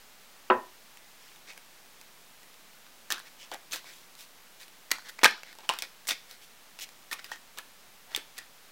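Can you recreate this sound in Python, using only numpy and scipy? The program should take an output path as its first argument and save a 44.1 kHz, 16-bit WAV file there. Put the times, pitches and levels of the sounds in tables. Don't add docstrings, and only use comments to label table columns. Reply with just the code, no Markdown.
import sys
import numpy as np
from scipy import signal
from scipy.fft import rfft, irfft
from scipy.io import wavfile
from scipy.ndimage import uniform_filter1d

SR = 44100
rng = np.random.default_rng(int(sys.argv[2]) if len(sys.argv) > 2 else 0)


def persist_wave(psi):
    counts = np.round(np.clip(psi, -1, 1) * 32767).astype(np.int16)
    wavfile.write(sys.argv[1], SR, np.atleast_2d(counts).T)


def natural_amplitude(level_db):
    exponent = np.asarray(level_db, float) / 20
    return 10 ** exponent


N = 384111


def band(x, lo_hz, hi_hz):
    return signal.sosfilt(signal.butter(2, [lo_hz, min(hi_hz, .45 * SR)], "band", fs=SR, output="sos"), x)


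def tilt_high(x):
    return signal.lfilter([.3], [1, -.7], band(x, 3000, 18000))


def ring(x, hz, t60_s):
    r = natural_amplitude(-60 / (max(t60_s, .001) * SR))
    w = 2 * np.pi * hz / SR
    return signal.lfilter([0, np.sin(w)], [1, -2 * r * np.cos(w), r * r], x)


def rms_one(x):
    return x / np.sqrt(np.mean(x ** 2) + 1e-20)


def peak_one(x):
    return x / np.max(np.abs(x))


def add(out, start_s, piece):
    i = round(start_s * SR)
    out[i:i + len(piece)] += piece[:N - i]


def rumble():
    # (time [s], level [dB])
    rumble_level = [(0.0, -72), (2.06, -81), (4.39, -79.5), (8.44, -68), (8.71, -85)]
    level_db = np.interp(np.arange(N) / SR, *np.transpose(rumble_level))
    return natural_amplitude(level_db - 8) * rms_one(band(rng.standard_normal(N), 35, 180))


def hiss():
    # (frequency [Hz], density [dB per Hz])
    floor_colour = [(15, -32.5), (25, -2.5), (97, -13.5), (167, -2.5), (225, -2), (310, -4.5), (550, -2.5),
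                    (900, -1.5), (2000, -2.5), (3800, -4.5), (6000, -7), (9000, -10), (12000, -10.5),
                    (16000, -10)]
    # (time [s], level [dB])
    floor_sway = [(0.0, 0.5), (8.71, 0.0)]
    hz = np.fft.rfftfreq(N, 1 / SR) + 1
    points = np.array(floor_colour)
    colour = natural_amplitude(np.interp(np.log(hz), np.log(points[:, 0]), points[:, 1]))
    sway_db = np.interp(np.arange(N) / SR, *np.transpose(floor_sway))
    noise = irfft(rfft(rng.standard_normal(N)) * colour, N)
    return natural_amplitude(-55.5 + sway_db) * rms_one(noise)


def ducking(x, above_db, share, back_db_per_s):
    level_db = 10 * np.log10(uniform_filter1d(x ** 2, size=441) + 1e-12)
    cut_db = share * np.maximum(level_db - above_db, 0)
    ramp_db = back_db_per_s * np.arange(N) / SR
    return natural_amplitude(ramp_db - np.maximum.accumulate(cut_db + ramp_db))


def room(x):
    # (frequency [Hz], echo level [dB], t60 [s])
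    echo_bands = [(310, -13.5, 0.26), (950, -16.5, 0.31), (2380, -12.5, 0.21), (4900, -18.5, 0.4),
                  (11100, -18, 0.18)]
    t = np.arange(SR // 2) / SR
    white = rng.standard_normal((len(echo_bands), len(t)))
    echo = 0
    for (hz, db, t60_s), w in zip(echo_bands, white):
        tail = band(w, hz / 1.66, hz * 1.23) * natural_amplitude(-60 * t / t60_s) * np.clip(t / 0.00043, 0, 1)
        share = np.sqrt(hz * 2.38 / (SR / 2))
        echo = echo + natural_amplitude(db) * share * tail / np.sqrt(np.sum(tail ** 2))
    return signal.fftconvolve(x, echo)[:N]


def knock():
    # (time [s], level [dB])
    deck_hit = (.5008, -10)
    # (frequency [Hz], level [dB], t60 [s])
    edge_modes = [(1314, -4, 0.0251), (2800, -3.5, 0.01), (4400, -10, 0.014)]
    # (frequency [Hz], level [dB], t60 [s])
    wood_modes = [(225, -6, 0.1), (249, -15.5, 0.21), (372, 0, 0.12), (515, -9.5, 0.14), (687, -11, 0.12),
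                  (875, -13, 0.17), (956, -21.5, 0.28), (999, -1, 0.15), (1080, -8.5, 0.11),
                  (1150, -32.5, 0.21), (1324, -25, 0.11), (1380, -36, 0.43), (1820, -33, 0.46),
                  (1860, -18.5, 0.18)]
    # (frequency [Hz], level [dB], t60 [s])
    wood_noise = [(94.5, -19, 0.33), (455, -18.5, 0.25), (840, -15, 0.24), (1415, -9, 0.13),
                  (1920, -26, 0.051), (2680, -21, 0.078), (3330, -53, 0.023), (4824, -43, 0.097)]
    contact_s = .0004
    t = np.arange(SR // 2) / SR
    push = np.where(t < contact_s, np.sin(np.pi * t / contact_s) ** 2, 0) / 5
    body = sum(natural_amplitude(db) * ring(push, hz, t60_s) for hz, db, t60_s in edge_modes)

    for (hz, db, t60_s), turn in zip(wood_modes, rng.random(len(wood_modes))):
        envelope = natural_amplitude(db - 60 * t / t60_s) * (1 - np.exp(-t * hz / 2.7))
        body = body + envelope * np.sin(2 * np.pi * (hz * t + turn))

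    white = rng.standard_normal((len(wood_noise), len(t)))
    for (hz, db, t60_s), w in zip(wood_noise, white):
        dying = w * natural_amplitude(db - 60 * t / t60_s) * (1 - np.exp(-(t * hz / 1.9) ** 2))
        lo_hz, hi_hz = hz / 1.63, hz * 1.3
        body = body + band(band(dying, lo_hz, hi_hz), lo_hz, hi_hz) * np.sqrt(SR / hz)

    out = np.zeros(N)
    hit_s, hit_db = deck_hit
    add(out, hit_s, natural_amplitude(hit_db) * body)
    return out


def rubs():
    # (start [s], length [s], rms [dB], pocket [Hz], hiss re rms [dB])
    pulls = [(1.15, 0.26, -66, 3300, -2), (1.468, 0.065, -51, 2520, -22), (3.25, 0.046, -55.5, 2500, -14),
             (3.385, 0.087, -53.5, 3200, -15), (3.7115, 0.04, -49, 4530, 1),
             (3.8434, 0.095, -54, 2500, -3.5), (4.17, 0.09, -69, 3200, 14.5), (4.59, .066, -57, 2600, 2.5),
             (5.045, 0.045, -51, 2030, -18), (5.082, 0.026, -47, 2020, -1), (5.2443, 0.023, -18, 1450, -20),
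             (5.44, .11, -56.5, 2250, -18), (5.63, 0.035, -53, 1150, -20), (6.0713, 0.025, -43, 8100, -1.5),
             (6.28, 0.086, -58, 2400, 0.5), (6.41, .055, -63, 3400, 3), (6.805, 0.047, -48, 3500, 4),
             (7.1137, 0.033, -42, 1460, 1), (7.185, 0.018, -49, 2200, -16), (7.28, 0.047, -55.5, 1600, -7),
             (7.3165, 0.024, -47.5, 3360, -18), (8.05, 0.2, -60.5, 950, -6), (8.1, 0.07, -57, 1920, -13),
             (8.36, 0.048, -54, 2600, -12)]
    # (start [s], length [s], rms [dB], pocket [Hz], hiss re rms [dB])
    skids = [(3.104, 0.047, -40.5, 2920, -3), (3.122, 0.088, -45, 1600, -19), (3.516, 0.065, -44, 750, -18),
             (3.727, 0.08, -42, 2040, -1), (3.92, 0.18, -70, 3700, 10), (4.9148, 0.0067, -27.5, 2980, -1),
             (4.922, .08, -48.5, 1400, -9), (5.2143, 0.014, -43.5, 800, -16),
             (5.2327, 0.013, -22, 1210, -13), (5.5866, .045, -56, 950, -18),
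             (5.6971, .03, -34.5, 1080, -16), (5.72, 0.074, -45.5, 1630, -19), (5.79, .03, -48, 3500, -11),
             (5.8224, 0.044, -44, 2280, -8), (6.0863, 0.037, -35, 3000, -0.5),
             (6.1059, 0.043, -36.5, 2600, -6), (6.7891, 0.027, -51.5, 2900, 1),
             (7.14, 0.064, -55, 1380, -10), (7.2441, 0.041, -53.5, 2100, -1),
             (7.3337, 0.056, -54, 2050, -12), (7.5745, 0.047, -46.5, 1390, -6),
             (8.1627, .055, -49.5, 1800, -6), (8.3875, 0.1, -58, 1900, -10)]
    # (events, pocket re rms [dB], body re rms [dB], place of the peak [0-1])
    stroke_kinds = [(pulls, -1.6, -19, 0.45), (skids, -2.7, -15.5, 0.089)]
    grains = rng.standard_normal(N) * natural_amplitude(0.72 * np.minimum(rng.exponential(1, N), 4))
    grains *= natural_amplitude(2.5 * rms_one(band(rng.standard_normal(N), 22, 400)))
    out = np.zeros(N)
    for events, pocket_db, body_db, peak_at in stroke_kinds:
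        bend = np.log(.5) / np.log(np.clip(peak_at, .05, .9))
        for start_s, length_s, db, hz, hiss_db in events:
            catch = grains[round(start_s * SR):round((start_s + length_s) * SR)]
            stroke = np.sin(np.pi * (np.arange(len(catch)) / len(catch)) ** bend)
            pocket = natural_amplitude(pocket_db) * rms_one(ring(catch, hz, 10 / hz))
            pocket = pocket + rms_one(band(catch, .6 * hz, 1.3 * hz + 2000))
            treble = natural_amplitude(hiss_db) * rms_one(tilt_high(catch))
            body = natural_amplitude(body_db) * rms_one(band(catch, 170, 1900))
            add(out, start_s, natural_amplitude(db + 4) * stroke * (rms_one(pocket) + treble + body))
    return out


def snaps():
    # (time [s], peak [dB], card ring [Hz], crack re peak [dB])
    ticks = [(.9722, -36.5, 3500, -5.5), (1.3172, -44, 2480, -9), (1.3611, -42, 3770, -5),
             (1.5236, -41, 2410, -13), (1.5341, -38, 2930, -14), (1.5624, -50, 1610, -9),
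             (1.5771, -31, 3180, -7), (1.8592, -53, 1360, -8), (2.0134, -37.5, 2560, -3),
             (2.4319, -45, 1970, -2), (2.5422, -48, 3810, -1), (2.7331, -46, 2910, -4),
             (2.866, -41, 1460, -14), (3.8434, -38, 1030, -15), (4.1526, -53, 5770, 9),
             (4.2084, -48, 5790, 7), (4.6814, -41.5, 3010, -3), (5.022, -43, 1630, -24),
             (5.4661, -44, 1830, -12), (5.5287, -39.5, 1820, -3), (5.5527, -42.5, 800, -3),
             (5.6067, -42, 1460, -3), (6.0532, -44, 1720, -3), (6.3115, -34.5, 6000, -3.5),
             (6.8905, -38.5, 2500, -4), (7.3596, -39, 2390, -6), (8.3715, -43, 3320, -5)]
    drops = [(3.104, -18.5, 1770, -7), (3.1164, -26, 1210, -4), (3.1225, -16.5, 3900, 1),
             (3.1937, -42, 1680, 4), (3.2005, -32, 1900, -10), (3.516, -25, 1010, -15),
             (3.5249, -38, 1850, -3), (3.5385, -37.5, 3730, 5), (3.5441, -31, 860, -3),
             (3.7115, -45, 5000, 6), (3.7224, -21.5, 6480, -18), (3.7335, -21.5, 2560, -8),
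             (4.9072, -28, 2020, -5), (4.9148, -15, 2170, -1), (4.9178, -12, 2430, -3.5),
             (4.9845, -29, 1680, -15), (4.9934, -37, 1530, -22), (5.0955, -42, 3680, -7)]
    flick = [(5.1911, -25, 2220, -26), (5.2143, -42, 710, -19), (5.2327, -14, 457, -12),
             (5.2372, -4, 1940, -9), (5.2443, 1.5, 2500, -9.5), (5.2508, -15, 1640, -7),
             (5.2553, -4, 1560, -19), (5.2605, -4, 1700, -22), (5.2655, -19, 1500, -17),
             (5.2755, -38, 1700, -5), (5.2796, -18, 1530, -21), (5.3286, -41, 1720, -25),
             (5.368, -47, 1270, -22), (5.4335, -24.5, 2630, -15), (5.6916, -8.5, 3000, -13),
             (5.7373, -23, 2750, -11), (5.7674, -37, 2730, -13), (5.7883, -21.5, 3600, -4),
             (5.8106, -40, 4310, -15), (5.8224, -19, 2410, -4)]
    drops_again = [(6.0713, -30, 2260, -1), (6.0863, -22, 2030, -16), (6.0895, -24, 3500, 4),
                   (6.1059, -28, 2070, -10), (6.1094, -15.5, 3640, -15), (6.7891, -33, 2760, -13),
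                   (6.7982, -35, 2610, -5), (7.118, -40, 1900, -5), (7.1251, -28, 2140, -12),
                   (7.1298, -21, 2480, -3.5), (7.1937, -31, 1970, -23), (7.1989, -37, 1960, -12),
                   (7.2441, -30, 5000, -4), (7.3165, -30.5, 890, -5), (7.3337, -36, 3730, -19),
                   (7.5741, -37, 1140, -2), (8.1484, -13.5, 3600, -24), (8.1627, -21, 4560, 2),
                   (8.1758, -31.5, 400, -2), (8.3806, -30, 2280, -2), (8.3848, -36.5, 2930, 4),
                   (8.3875, -29, 1880, -3)]
    pops = [(3.1135, -24, 1800, -7), (3.1813, -34, 1680, -8), (3.553, -38, 810, -12),
            (3.7598, -35, 1070, 6), (4.1903, -52, 3620, 9), (5.1878, -35, 2000, -25),
            (5.3103, -31.5, 1940, -2), (5.3787, -41, 1420, -20), (5.5866, -36.5, 930, -4),
            (5.6971, -11.5, 1052, -30), (7.1137, -26.5, 1810, -4), (7.3177, -26, 1846, -18),
            (7.586, -33.5, 1715, 6)]
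    # (events, thump re peak [dB], ring t60 [s])
    snap_kinds = [(ticks, -13, 0.01), (drops, -32.5, 0.0091), (flick, -17.5, 0.0083),
                  (drops_again, -26, 0.011), (pops, -11, 0.038)]
    thump_loss = 0.33
    out = np.zeros(N)
    t = np.arange(2048) / SR
    for events, thump_db, t60_s in snap_kinds:
        white = rng.standard_normal((len(events), len(t)))
        for (start_s, db, hz, crack_db), noise in zip(events, white):
            slip = noise * natural_amplitude(-60 * t / min(1.33 * t60_s, .009))
            slip[0] = 5.5
            card = peak_one(ring(slip, hz, 1.23 * t60_s)) + 1.08 * peak_one(band(slip, 700, 5440))
            crack = natural_amplitude(crack_db + 7) * peak_one(tilt_high(slip))
            puff = peak_one(band(noise * natural_amplitude(-60 * t / 0.022), 340, 1400))
            thump = natural_amplitude(thump_db - 10 - thump_loss * (db + 25)) * puff
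            add(out, start_s, natural_amplitude(db) * (peak_one(card) + crack + thump))
    return out


def air_push(edges):
    return natural_amplitude(-43) * band(np.tanh(np.abs(edges) / .15), 78, 180)


def scene():
    edges = snaps()
    near = edges + rubs() + knock()
    mic_low_cut = signal.butter(3, 280, "high", fs=SR, output="sos")
    sound = signal.sosfilt(mic_low_cut, near + room(near)) + air_push(edges)
    gain = ducking(sound, above_db=-16.5, share=0.7, back_db_per_s=9)
    return (sound + (hiss() + rumble()) * gain)[None]


def band_limit(x):
    return signal.sosfilt(signal.butter(12, 17000, fs=SR, output="sos"), x)


def record(dry):
    top_cut = signal.ellip(12, .3, 60, 15850, fs=SR, output="sos")
    mix = signal.sosfilt(top_cut, np.clip(dry + 0.0011, -1, 1))
    return band_limit(mix)


dry = scene()
out = record(dry)
persist_wave(out)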